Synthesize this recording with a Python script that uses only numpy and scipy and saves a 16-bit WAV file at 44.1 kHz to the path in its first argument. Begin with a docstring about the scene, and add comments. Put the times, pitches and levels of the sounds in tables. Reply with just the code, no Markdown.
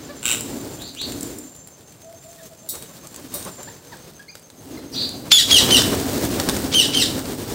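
"""Parakeets screech in alarm and take off from a window grille in a receding roar of wings.
Each screech is a harmonic source, the syrinx, filtered by the throat; each downstroke drives a pulse of air.
Before the alarm they feed: beaks crack seed, one bird rasps, others call, squeak and flutter, and claws
set the steel ringing in its modes. A dove coos and small birds twitter far off, over a faint outdoor
rush. The house walls reflect the calls and impacts."""
import sys
import numpy as np
from scipy import signal
from scipy.fft import rfft, irfft, next_fast_len
from scipy.io import wavfile
from scipy.ndimage import map_coordinates

SR = 44100
rng = np.random.default_rng(int(sys.argv[2]) if len(sys.argv) > 2 else 0)


def dump_mix(stems):
    """Bounce the given channels to the path in sys.argv[1] as a 16-bit WAV at rate SR."""
    frames = np.atleast_2d(stems).T  # one column per channel
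    limited = np.clip(frames, -1, 1)  # hard clip at full scale
    pcm = np.round(limited * 32767).astype(np.int16)
    wavfile.write(sys.argv[1], SR, pcm)


N = 332514
T = np.arange(N) / SR
TOP_HZ = 15800

# Alarm screeches. Each row: start, onset rise and whistle length in seconds, top and end pitch in Hz,
# onset level, whistle level, its change by the end and bark level in dB, whistle roughness from 0 to 1.
SCREECHES = [(5.319, 0.0038, 0.069, 3680, 3230, -4.5, -6, -7.5, -10, 0.03),
             (5.512, 0.011, 0.073, 3520, 2750, -11, -10, -1.5, -11.5, 0.11),
             (5.71, 0.0071, 0.061, 3250, 2754, -13, -14.5, 4, -11, 0.06),
             (6.744, .012, .076, 3310, 2783, -16, -12, -2.5, -16, 0.04),
             (6.946, 0.011, 0.075, 3303, 2630, -19, -16.5, -2.5, -15.5, 0.23)]
# Contact calls. Each row: start, length and climb time in seconds, first and top pitch in Hz, level in dB.
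CONTACT_CALLS = [(0.776, 0.15, 0.056, 3190, 4810, -38.5), (0.959, 0.12, .045, 2940, 4550, -27.5),
                 (4.913, 0.071, 0.03, 5550, 5900, -25.5), (4.94, 0.15, 0.028, 3410, 4806, -23)]
# Soft notes. Each row: start and length in seconds, first and last pitch in Hz, level in dB.
SQUEAKS = [(.09, 0.03, 551, 576, -36), (2.38, 0.039, 1920, 1660, -49.5), (3.672, 0.022, 770, 942, -38),
           (3.92, 0.027, 1020, 735, -38.5), (4.194, 0.015, 1570, 1655, -39),
           (4.281, 0.028, 2080, 2390, -38.5), (4.772, 0.011, 1970, 1930, -39)]
COOS = [(2.03, 0.13, 638, 648, -43.5), (2.235, 0.14, 624, 674, -44), (2.395, .075, 664, 608, -45.5),
        (2.505, 0.038, 635, 630, -44.5), (2.62, 0.063, 622, 610, -49), (3.80, 0.284, 470, 497, -52)]
# Resonances of throat and open beak. Each row: centre in Hz, bandwidth in Hz, gain in dB.
RASP_FORMANTS = [(1520, 110, 2), (2860, 710, 3.5), (3700, 110, 1), (5900, 1500, -8), (7450, 540, 5),
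                 (10100, 600, -38), (15000, 3100, -11)]
# Vocal tract responses. Each row: frequency in Hz, gain in dB.
ONSET_THROAT = [(500, -19), (1100, -14), (1800, -10), (3200, 1.5), (5000, -1.5), (9000, -15), (16000, -32)]
SCREECH_THROAT = [(500, -49), (1400, -19.5), (1950, -14), (2450, -14.5), (3000, 1), (3800, -0.5), (4900, 1),
                  (5800, -11.5), (7200, -8), (9500, -12.5), (11500, -26.5), (14000, -17.5), (16000, -31)]
CONTACT_THROAT = [(500, -45), (2400, 8), (3100, -3), (3900, 2), (4850, 0.5), (5200, -14), (6000, -2),
                  (8000, -17), (16000, -46)]
CLOSED_BEAK = [(400, 14), (900, 2), (1700, 4.5), (2600, -13.5), (4700, -5), (6000, -27), (12000, -51)]
# The four components of wing noise. Each row: frequency in Hz, level in dB.
AIR_SPECTRUM = [(20, -45), (35, -15), (55, -5), (110, 1), (180, -3), (300, -2.5), (420, -3.5), (650, -8.5),
                (1000, -17), (1500, -28.5), (3000, -50)]
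HUM_SPECTRUM = [(110, -48), (200, -10), (275, 0), (320, -6.5), (430, -12.5), (700, -38)]
SWISH_SPECTRUM = [(350, -14), (800, 0.5), (1500, 2.5), (2500, -3), (4500, 0), (7000, -5.5), (12000, -24)]
RUSTLE_SPECTRUM = [(1500, -5), (3500, 0.5), (6000, 1.5), (8500, 5), (11000, -3.5), (12500, -0.5),
                   (14500, 2.5), (16000, 1.5)]
# The flock shuffling and in flight. Each list: air, hum, swish and rustle strength in dB.
IDLE_DB = [-50.5, -65, -63, -60.5]
FLIGHT_DB = [-21, -22, -34.5, -34]
# Bouts of fluttering. Each row: start and length in seconds, air, hum, swish and rustle strength in dB.
FLUTTERS = [(0, 0.23, -40, -40.5, -49.5, -57), (0.332, 0.47, -32.5, -35, -48, -47),
            (.87, 0.24, -44, -46.5, -54, -51.5), (1.08, 0.086, -35, -35, -51, -47.5),
            (1.212, 0.13, -36, -31, -49, -46.5), (1.593, 0.13, -50, -68, -62, -70),
            (2.284, 0.18, -57, -73, -63, -53), (2.74, .04, -41, -51, -52, -52),
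            (2.85, 0.35, -47.5, -69, -56, -55.5), (3.23, 0.017, -44, -38, -53, -51),
            (3.348, 0.15, -40.5, -49, -49.5, -47.5), (3.634, 0.44, -45.5, -72, -55.5, -56.5),
            (4.617, .08, -43, -46, -66, -55.5), (4.733, 0.092, -36, -34.5, -50.5, -57),
            (4.976, .07, -33.5, -35.5, -46.5, -46), (5.138, 0.16, -34.5, -35.5, -53.5, -50),
            (5.52, 0.27, -24.5, -30.5, -34.5, -31.5)]
# Near wingbeats. Each row: centre in seconds, whoosh level in dB, feather whistle level in dB.
STROKES = [(2.755, -41, -47), (2.905, -51, -48), (3.05, -55, -45), (3.195, -48, -45), (3.355, -39, -38),
           (3.474, -34, -35), (3.60, -38, -43), (5.27, -36, -45.5), (5.61, -24, -33), (5.691, -22.5, -27.5),
           (5.79, -20, -40), (5.935, -24, -35), (6.049, -40, -45), (6.396, -28.5, -34), (6.49, -26, -37)]
# Wing tip claps. Each row: start in seconds, peak level in dB.
CLAPS = [(5.612, -18), (5.663, -11), (5.8191, -2), (5.9985, -15), (6.0554, -22), (6.3988, -5),
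         (6.4881, -2.5), (6.4957, -5), (6.566, -10), (7.256, -20.5)]
# Seed cracks. Each row: start in seconds, peak level in dB, relative weight of the low body in dB.
SEED_CRACKS = [(.4075, -12.5, -19), (.8196, -17.5, -7), (.9485, -24, -11), (1.015, -15, -11),
               (1.1207, -18, -7), (1.2083, -16, -34), (1.2297, -14.5, -27), (1.3857, -18.5, -34),
               (1.5627, -31, -36), (1.673, -27, -17), (2.7534, -21, -14), (2.824, -20, -14),
               (3.071, -22.5, -25), (3.1437, -24, -8), (3.161, -21.5, -21), (3.4264, -22, -13),
               (3.4495, -21, -29), (3.6303, -22, -14), (3.972, -35, -21), (4.353, -24.5, -9),
               (4.395, -33, -17), (4.501, -27.5, -7), (5.091, -18.5, -13)]
# Contact noise of a snap and of a claw on steel. Each row: frequency in Hz, level in dB.
SNAP_SPECTRUM = [(300, 6), (1500, 3), (4000, 2.5), (8500, 0), (11000, 0), (16000, 2.5)]
SCRAPE_SPECTRUM = [(2500, -35), (3800, -2.5), (6000, -8.5), (8500, -4), (11500, 0.5), (14000, 0),
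                   (16000, -0.5)]
# Claw strikes. Each row: start in seconds, level in dB, frequency in Hz that the contact point favours.
CLAW_STRIKES = [(2.689, -20, 7720), (3.339, -22.5, 8750)]
# Modes of the grille. Each row: frequency in Hz, level in dB, 60 dB decay time in seconds.
STEEL_MODES = [(3805, -8.5, 0.39), (4328, -11, 0.44), (5130, -14, 0.23), (5800, -12, 0.29),
               (6686, -12, 0.45), (7740, -7, 0.3), (8231, -3, 0.31), (8759, -6, 0.32), (9100, -5, 0.22),
               (10440, -1, 0.16), (12500, -5, 0.13), (13260, -4, 0.15), (14090, 2, .16), (14730, -5, .2),
               (15250, 0, 0.2)]
# Loudness contour of a far twitter. Each row: time in seconds, level in dB.
TWITTER_LEVELS = [(0, -51.5), (1.3, -45), (1.8, -55.5), (2.6, -54), (3.1, -56), (3.7, -47), (4.0, -80)]
# Reverberation of the walls. Each row: frequency in Hz, 60 dB decay time in seconds.
WALL_DECAY = [(200, 0.44), (1000, 0.3), (3500, 0.45), (8000, 0.5), (15000, 0.58)]
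# The outdoor rush. Each row: frequency in Hz, level in dB.
OUTDOOR_SPECTRUM = [(25, -13), (60, -6), (160, 17), (300, -3), (550, 5.5), (1000, -3), (2200, -12),
                    (5000, -17), (8000, -34), (11500, -30), (15500, -26)]


def screeches(onset_hz=1130, edge_s=0.0038, bark_hz=2007, bark_s=0.058, bark_fall_hz_per_s=9600):
    """Changes of vibration regime: a harsh onset clears to a sagging whistle, then breaks into a bark."""
    out, t = np.zeros(N), np.arange(-SR // 30, SR // 6) / SR
    for s, rise_s, length, top_hz, end_hz, onset_db, whistle_db, change_db, bark_db, rough in SCREECHES:
        burst = amp(onset_db) * gate(t, hold=0, attack=rise_s, release=0.005)
        onset = burst * rough_voice(np.full(len(t), onset_hz), 0.85, ONSET_THROAT)
        sag = np.clip(t / length, 0, 1) ** 1.2
        scoop = 1 - 0.12 * np.exp(-np.abs(t) / 0.008)  # the whistle slides up to its top
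        pitch = (top_hz + (end_hz - top_hz) * sag) * scoop
        held = ramp(t, edge_s) * ramp(length + edge_s / 2 - t, edge_s)
        whistle = held * rough_voice(pitch, rough + 0.21 * sag, SCREECH_THROAT)
        whistle *= amp(whistle_db + change_db * sag)
        age = np.clip(t - length, 0, bark_s)
        bark = rough_voice(bark_hz - bark_fall_hz_per_s * age, 0.35 + 12.4 * age, SCREECH_THROAT)
        bark *= ramp(t - length + edge_s, edge_s) * ramp(bark_s - age, bark_s / 3)
        bark *= amp(bark_db - 196 * age)
        add(out, s + t[0], onset + whistle + bark)
    return out


def rough_voice(pitch, rough, throat, jitter=0.0685, waver=0.0136, shimmer_db=2.5):
    """Jitter and shimmer perturb pitch and amplitude; as roughness grows, noise replaces the tone."""
    rough, n = np.clip(rough, 0, 1), len(pitch)
    shake = jitter * rough * wobble(1100, n) + waver * wobble(352.4, n)
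    noise_share = 0.99 * rough ** 1.6
    tone = harmonics(pitch * np.exp(shake), throat)
    shimmer = amp(shimmer_db * wobble(257.4, n))
    return shimmer * (np.sqrt(1 - noise_share) * tone + np.sqrt(noise_share) * noise(throat, n))


def harmonics(pitch, response, count=9):
    """Source and filter: a response curve weights the harmonics of a moving pitch; rms 1."""
    k = np.arange(1, count + 1)[:, None]
    gains = amp(along(response, k * pitch)) * (k * pitch < TOP_HZ)
    waves = np.sin(2 * np.pi * k * np.cumsum(pitch) / SR)
    return np.sum(gains * waves, 0) / np.sqrt(np.sum(gains ** 2, 0) / 2 + 1e-12)


def rasp(start_s=0.2555, rate_hz=119, lead_s=0.027, attack_s=0.004, release_s=0.031):
    """Pulse excitation: uneven noisy puffs ring the formants of throat and beak in a scolding rattle."""
    out, t = np.zeros(N), np.arange(-SR // 25, SR // 7) / SR
    cycle = rate_hz * t + 0.06 * wobble(90, len(t))
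    puffs = bell((cycle + 0.5) % 1 - 0.5, 0.15) * rng.standard_normal(len(t))

    def formants(hz):
        return sum(amp(db) * 1j * hz * width / (centre ** 2 - hz ** 2 + 1j * hz * width)
                   for centre, width, db in RASP_FORMANTS)

    soft_lead = amp(-10) * gate(t + lead_s, lead_s, attack_s, release_s)
    effort = np.maximum(soft_lead, gate(t, 0.065, attack_s, release_s))
    level = amp(-19.5 + 0.94 * wobble(112, len(t)))
    add(out, start_s + t[0], effort * level * unit(filtered(puffs, formants)))
    return out


def contact_calls(buzz_hz=330, buzz_depth=0.23, attack_s=0.042, release_s=0.039):
    """Frequency modulation: the pitch climbs to a top and dips from it rapidly, so the call buzzes."""
    out = np.zeros(N)
    for s, length, climb_s, start_hz, top_hz, db in CONTACT_CALLS:
        t = np.arange(0, length, 1 / SR)
        n = len(t)
        climb = 1 - np.exp(-(t / climb_s) ** 2)
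        cycle = np.cumsum(buzz_hz * (1 + 0.31 * wobble(400, n))) / SR
        dips = np.abs(np.sin(np.pi * cycle)) ** 4.2 * (1 + 0.243 * wobble(500, n))
        pitch = (start_hz + (top_hz - start_hz) * climb) * (1 - buzz_depth * (1 + climb) / 2 * dips)
        phase = 2 * np.pi * np.cumsum(pitch) / SR
        tone = unit(np.sin(phase) + 0.52 * np.sin(2 * phase))
        swell = np.minimum(t / attack_s, 1) * ramp(length - t, release_s)
        add(out, s, swell * amp(db + 1.5 * wobble(287, n)) * tone)
    return filtered(out, lambda hz: amp(along(CONTACT_THROAT, hz)))


def soft_notes(table, throat, arch):
    """Smooth vibration of the syrinx gives short harmonic notes whose pitch arches between its ends."""
    out = np.zeros(N)
    for s, length, start_hz, end_hz, db in table:
        progress = np.linspace(0, 1, int(length * SR))
        swell = np.abs(np.sin(np.pi * progress))
        glide = start_hz + (end_hz - start_hz) * progress
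        pitch = glide * (1 + arch * swell + 0.025 * wobble(162, len(progress)))
        add(out, s, amp(db) * swell ** 0.33 * harmonics(pitch, throat))
    return out


def wings(surge_db=1.1, crackle_db=2.5):
    """Aerodynamic and friction noise: downstrokes push air, hum and swish; rubbing feathers crackle."""
    air, hum, swish, rustle = flock_strength() * amp(surge_db * wobble(13, N))
    beats = wingbeats(rate_hz=11, sharpness=1.3)
    air *= amp(-3) * noise(AIR_SPECTRUM, N)
    hum *= amp(-2) * noise(HUM_SPECTRUM, N)
    swish *= amp(2.5) * noise(SWISH_SPECTRUM, N)
    rustle *= amp(5) * unit(noise(RUSTLE_SPECTRUM, N) * amp(crackle_db * wobble(500, N)))
    return beats * (air + hum + swish + rustle)


def flock_strength(airborne_s=5.647, lift_s=0.096, leave_s=5.84, near_m=2.65, flee_m_per_s=2.19):
    """Shuffling, fluttering and flight add in power; the fleeing flock's amplitude falls as 1/distance."""
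    distance = near_m + flee_m_per_s * np.maximum(T - leave_s, 0)
    flight = np.exp(np.minimum(T - airborne_s, 0) / lift_s) * near_m / distance
    power = amp(IDLE_DB)[:, None] ** 2 + np.outer(amp(FLIGHT_DB), flight) ** 2
    for s, length, *db in FLUTTERS:
        power += np.outer(amp(db), gate(T - s, length, attack=0.064, release=0.079)) ** 2
    return np.sqrt(power)


def wingbeats(rate_hz, sharpness, birds=9):
    """Incoherent summation: the downstrokes of birds at separate drifting rates add in power; rms 1."""
    power = np.zeros(N)
    for start, speed in rng.random((birds, 2)):
        rate = rate_hz * (0.7 + 0.6 * speed) * (1 + 0.0745 * wobble(3, N))
        cycle = start + np.cumsum(rate) / SR
        power += np.exp(sharpness * (np.cos(2 * np.pi * cycle) - 1))
    return unit(np.sqrt(power))


def near_strokes(width_s=0.015, whistle_hz=570, rise_per_s=5):
    """Flow over a close wing makes a whoosh and a breathy whistle that rises with wing speed."""
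    out, t = np.zeros(N), np.arange(-SR // 16, SR // 16) / SR
    for s, whoosh_db, whistle_db in STROKES:
        pitch = whistle_hz * np.exp(rise_per_s * t + 0.075 * wobble(449, len(t)))
        whistle = harmonics(pitch, [(550, 2.5), (1150, -1.5), (1700, -12), (5000, -28)], count=4)
        whoosh = noise([(40, -34), (150, 3), (350, 1), (900, -5.5), (2000, -15), (6000, -17),
                        (15000, -28)], len(t))
        add(out, s + t[0], bell(t, width_s) * (amp(whoosh_db) * whoosh + amp(whistle_db) * whistle))
    return out


def wing_claps():
    """Impact noise: stiff wing tips snap against each other."""
    out = np.zeros(N)
    for s, db in CLAPS:
        add(out, s, amp(db) * snap(low_db=-1, top_db=-9, t60=0.011))
    return out


def seed_cracks(nibbles=150):
    """Brittle fracture: husks crack loudly over the flock's faint nibbling, which stops at the alarm."""
    out, alarm_s = np.zeros(N), SCREECHES[0][0]
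    for s, db, body_db in SEED_CRACKS:
        add(out, s, amp(db) * snap(low_db=body_db + 6, top_db=-6, t60=0.016))
    for when, softness in rng.random((nibbles, 2)):
        level = amp(-32 - 10 * np.sqrt(softness))
        add(out, when * alarm_s, level * snap(low_db=0, top_db=-2.5, t60=0.024))
    return out


def snap(low_db, top_db, t60, ring_hz=8300, ring_db=7, rise_s=0.0004):
    """A damped broadband transient with one resonance, placed anew each time; peak 1."""
    t = np.arange(SR // 25) / SR
    centre = ring_hz * np.exp(0.11 * rng.standard_normal())
    tilt = [(2500, low_db), (7500, 0), (13000, top_db)]
    colour = lambda hz: amp(along(tilt, hz) + ring_db * np.exp(-((hz - centre) / 900) ** 2))
    burst = filtered(noise(SNAP_SPECTRUM, len(t)), colour)
    burst *= amp(-60 * t / t60) * (1 - np.exp(-t / rise_s))
    return burst / np.abs(burst).max()


def grille(scrape_t60=0.18, favour_db=7, rise_s=0.00065):
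    """Modal vibration: a claw scrapes a steel bar, and the contact point sets each mode's strength."""
    out, t = np.zeros(N), np.arange(SR // 2) / SR
    for s, db, favoured_hz in CLAW_STRIKES:
        ring = np.zeros(len(t))
        for hz, mode_db, t60 in STEEL_MODES:
            mode_db += rng.normal(0, 1.5) + favour_db * np.exp(-((hz - favoured_hz) / 300) ** 2)
            ring += amp(mode_db - 60 * t / t60) * np.sin(2 * np.pi * hz * t + 0.2 * wobble(205, len(t)))
        scrape = amp(-2 - 60 * t / scrape_t60) * noise(SCRAPE_SPECTRUM, len(t))
        add(out, s, amp(db) * (amp(-9) * ring + scrape) * (1 - np.exp(-t / rise_s)))
    return out


def dove():
    """Low-pass filtering by the throat leaves each coo an almost pure tone."""
    return soft_notes(COOS, [(650, 3), (1300, -24), (2600, -77)], arch=0.0347)


def far_twitter(pitch_hz=7260, notes_per_s=33):
    """A small bird modulates one tone in pitch and amplitude into bursts of quick falling notes."""
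    cycle = (np.cumsum(notes_per_s * (1 + 0.291 * wobble(11, N))) / SR) % 1
    pitch = pitch_hz * (1 - 0.06 * (cycle - 0.5) + 0.009 * wobble(200, N))
    trill = np.sin(2 * np.pi * np.cumsum(pitch) / SR) * np.sin(np.pi * cycle) ** 2
    bursts = amp(6 * np.tanh(1.5 * wobble(18, N)))
    return unit(trill * bursts) * amp(np.interp(T, *np.transpose(TWITTER_LEVELS)))


def far_chips(pitch_hz=6330, chips_per_s=7.02, first_s=0.036):
    """Periodic tone pulses: another small bird chips steadily and fades out at the alarm."""
    cycle = (chips_per_s * (T - first_s) + 0.5) % 1 - 0.5
    pitch = pitch_hz * (1 - 0.037 * cycle + 0.0183 * wobble(700, N))
    chips = np.sin(2 * np.pi * np.cumsum(pitch) / SR) * bell(cycle, 0.13)
    return amp(-56) * unit(chips) * np.interp(T, [5.2, 5.5], [1, 0])


def walls(x, wet_db, early=0.33, echoes=8):
    """Early reflections from sill and window precede the walls' short reverberation; unit energy."""
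    hz, t, spectra = signal.stft(rng.standard_normal(SR // 2), SR, nperseg=256)
    tail = signal.istft(spectra * amp(-60 * t / along(WALL_DECAY, hz)[:, None]), SR, nperseg=256)[1]
    response = np.pad(amp(wet_db) * tail / np.linalg.norm(tail), (SR // 100, 0))
    for delay, size in rng.random((echoes, 2)):
        response[int((0.002 + 0.025 * delay) * SR)] += early * (size - 0.5)
    response[0] = 1  # the direct sound
    return signal.fftconvolve(x, response / np.linalg.norm(response))[:N]


def amp(db):
    """Decibels as an amplitude ratio."""
    return 10 ** (np.asarray(db) / 20)


def unit(x):
    """x scaled to rms 1."""
    return x / np.sqrt(np.mean(x ** 2) + 1e-20)


def along(points, hz):
    """Interpolation of (Hz, value) points on a logarithmic frequency axis."""
    knots_hz, values = np.transpose(points)
    return np.interp(np.log(hz + 1), np.log(knots_hz + 1), values)


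def wobble(rate, n):
    """A smooth random curve with rate knots a second."""
    return map_coordinates(rng.standard_normal(int(n * rate / SR) + 4), [np.arange(n) * rate / SR])


def filtered(x, response):
    """Linear filtering: the spectrum of x times a frequency response."""
    size = next_fast_len(len(x) + 4096)
    return irfft(rfft(x, size) * response(np.fft.rfftfreq(size, 1 / SR)), size)[:len(x)]


def noise(spectrum, n):
    """White noise coloured by (Hz, dB) points; rms 1."""
    return unit(filtered(rng.standard_normal(n), lambda hz: amp(along(spectrum, hz))))


def gate(t, hold, attack, release):
    """Exponential growth to time 0, a hold, then decay; attack and release are time constants."""
    return np.exp(np.minimum(t, 0) / attack - np.maximum(t - hold, 0) / release)


def ramp(t, length):
    """A raised-cosine step from 0 to 1 over length."""
    return np.sin(np.pi / 2 * np.clip(t / length, 0, 1)) ** 2


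def bell(x, width):
    """A Gaussian pulse of peak 1."""
    return np.exp(-0.5 * (x / width) ** 2)


def add(track, s, x):
    """Superpose x on the track at s seconds."""
    part = track[max(round(s * SR), 0):][:len(x)]
    part += x[:len(part)]


def scene():
    """Superposition of near and far birds, their reflections and the faint outdoor rush."""
    squeaks = soft_notes(SQUEAKS, CLOSED_BEAK, arch=0.023)
    coos = dove()
    voices = walls(screeches(), wet_db=-6, early=0.11) + walls(rasp() + squeaks, wet_db=-5)
    impacts = walls(seed_cracks() + wing_claps() + grille(), wet_db=-9.5)
    calls = walls(contact_calls(), wet_db=-3.5)
    far_birds = walls(coos + far_twitter() + far_chips(), wet_db=-4.5)
    flight = wings() + walls(near_strokes(), wet_db=-8.5)
    outdoors = amp(-53.5) * noise(OUTDOOR_SPECTRUM, N)
    return (voices + impacts + calls + far_birds + flight + outdoors)[None]


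def record(dry):
    """Soft saturation rounds peaks near full scale; a low-pass filter then limits the band."""
    rounded = dry[0] / (1 + np.abs(dry[0]) ** 10) ** (1 / 10)
    return filtered(rounded, lambda hz: hz < TOP_HZ)[None]


dry = scene()
out = record(dry)
dump_mix(out)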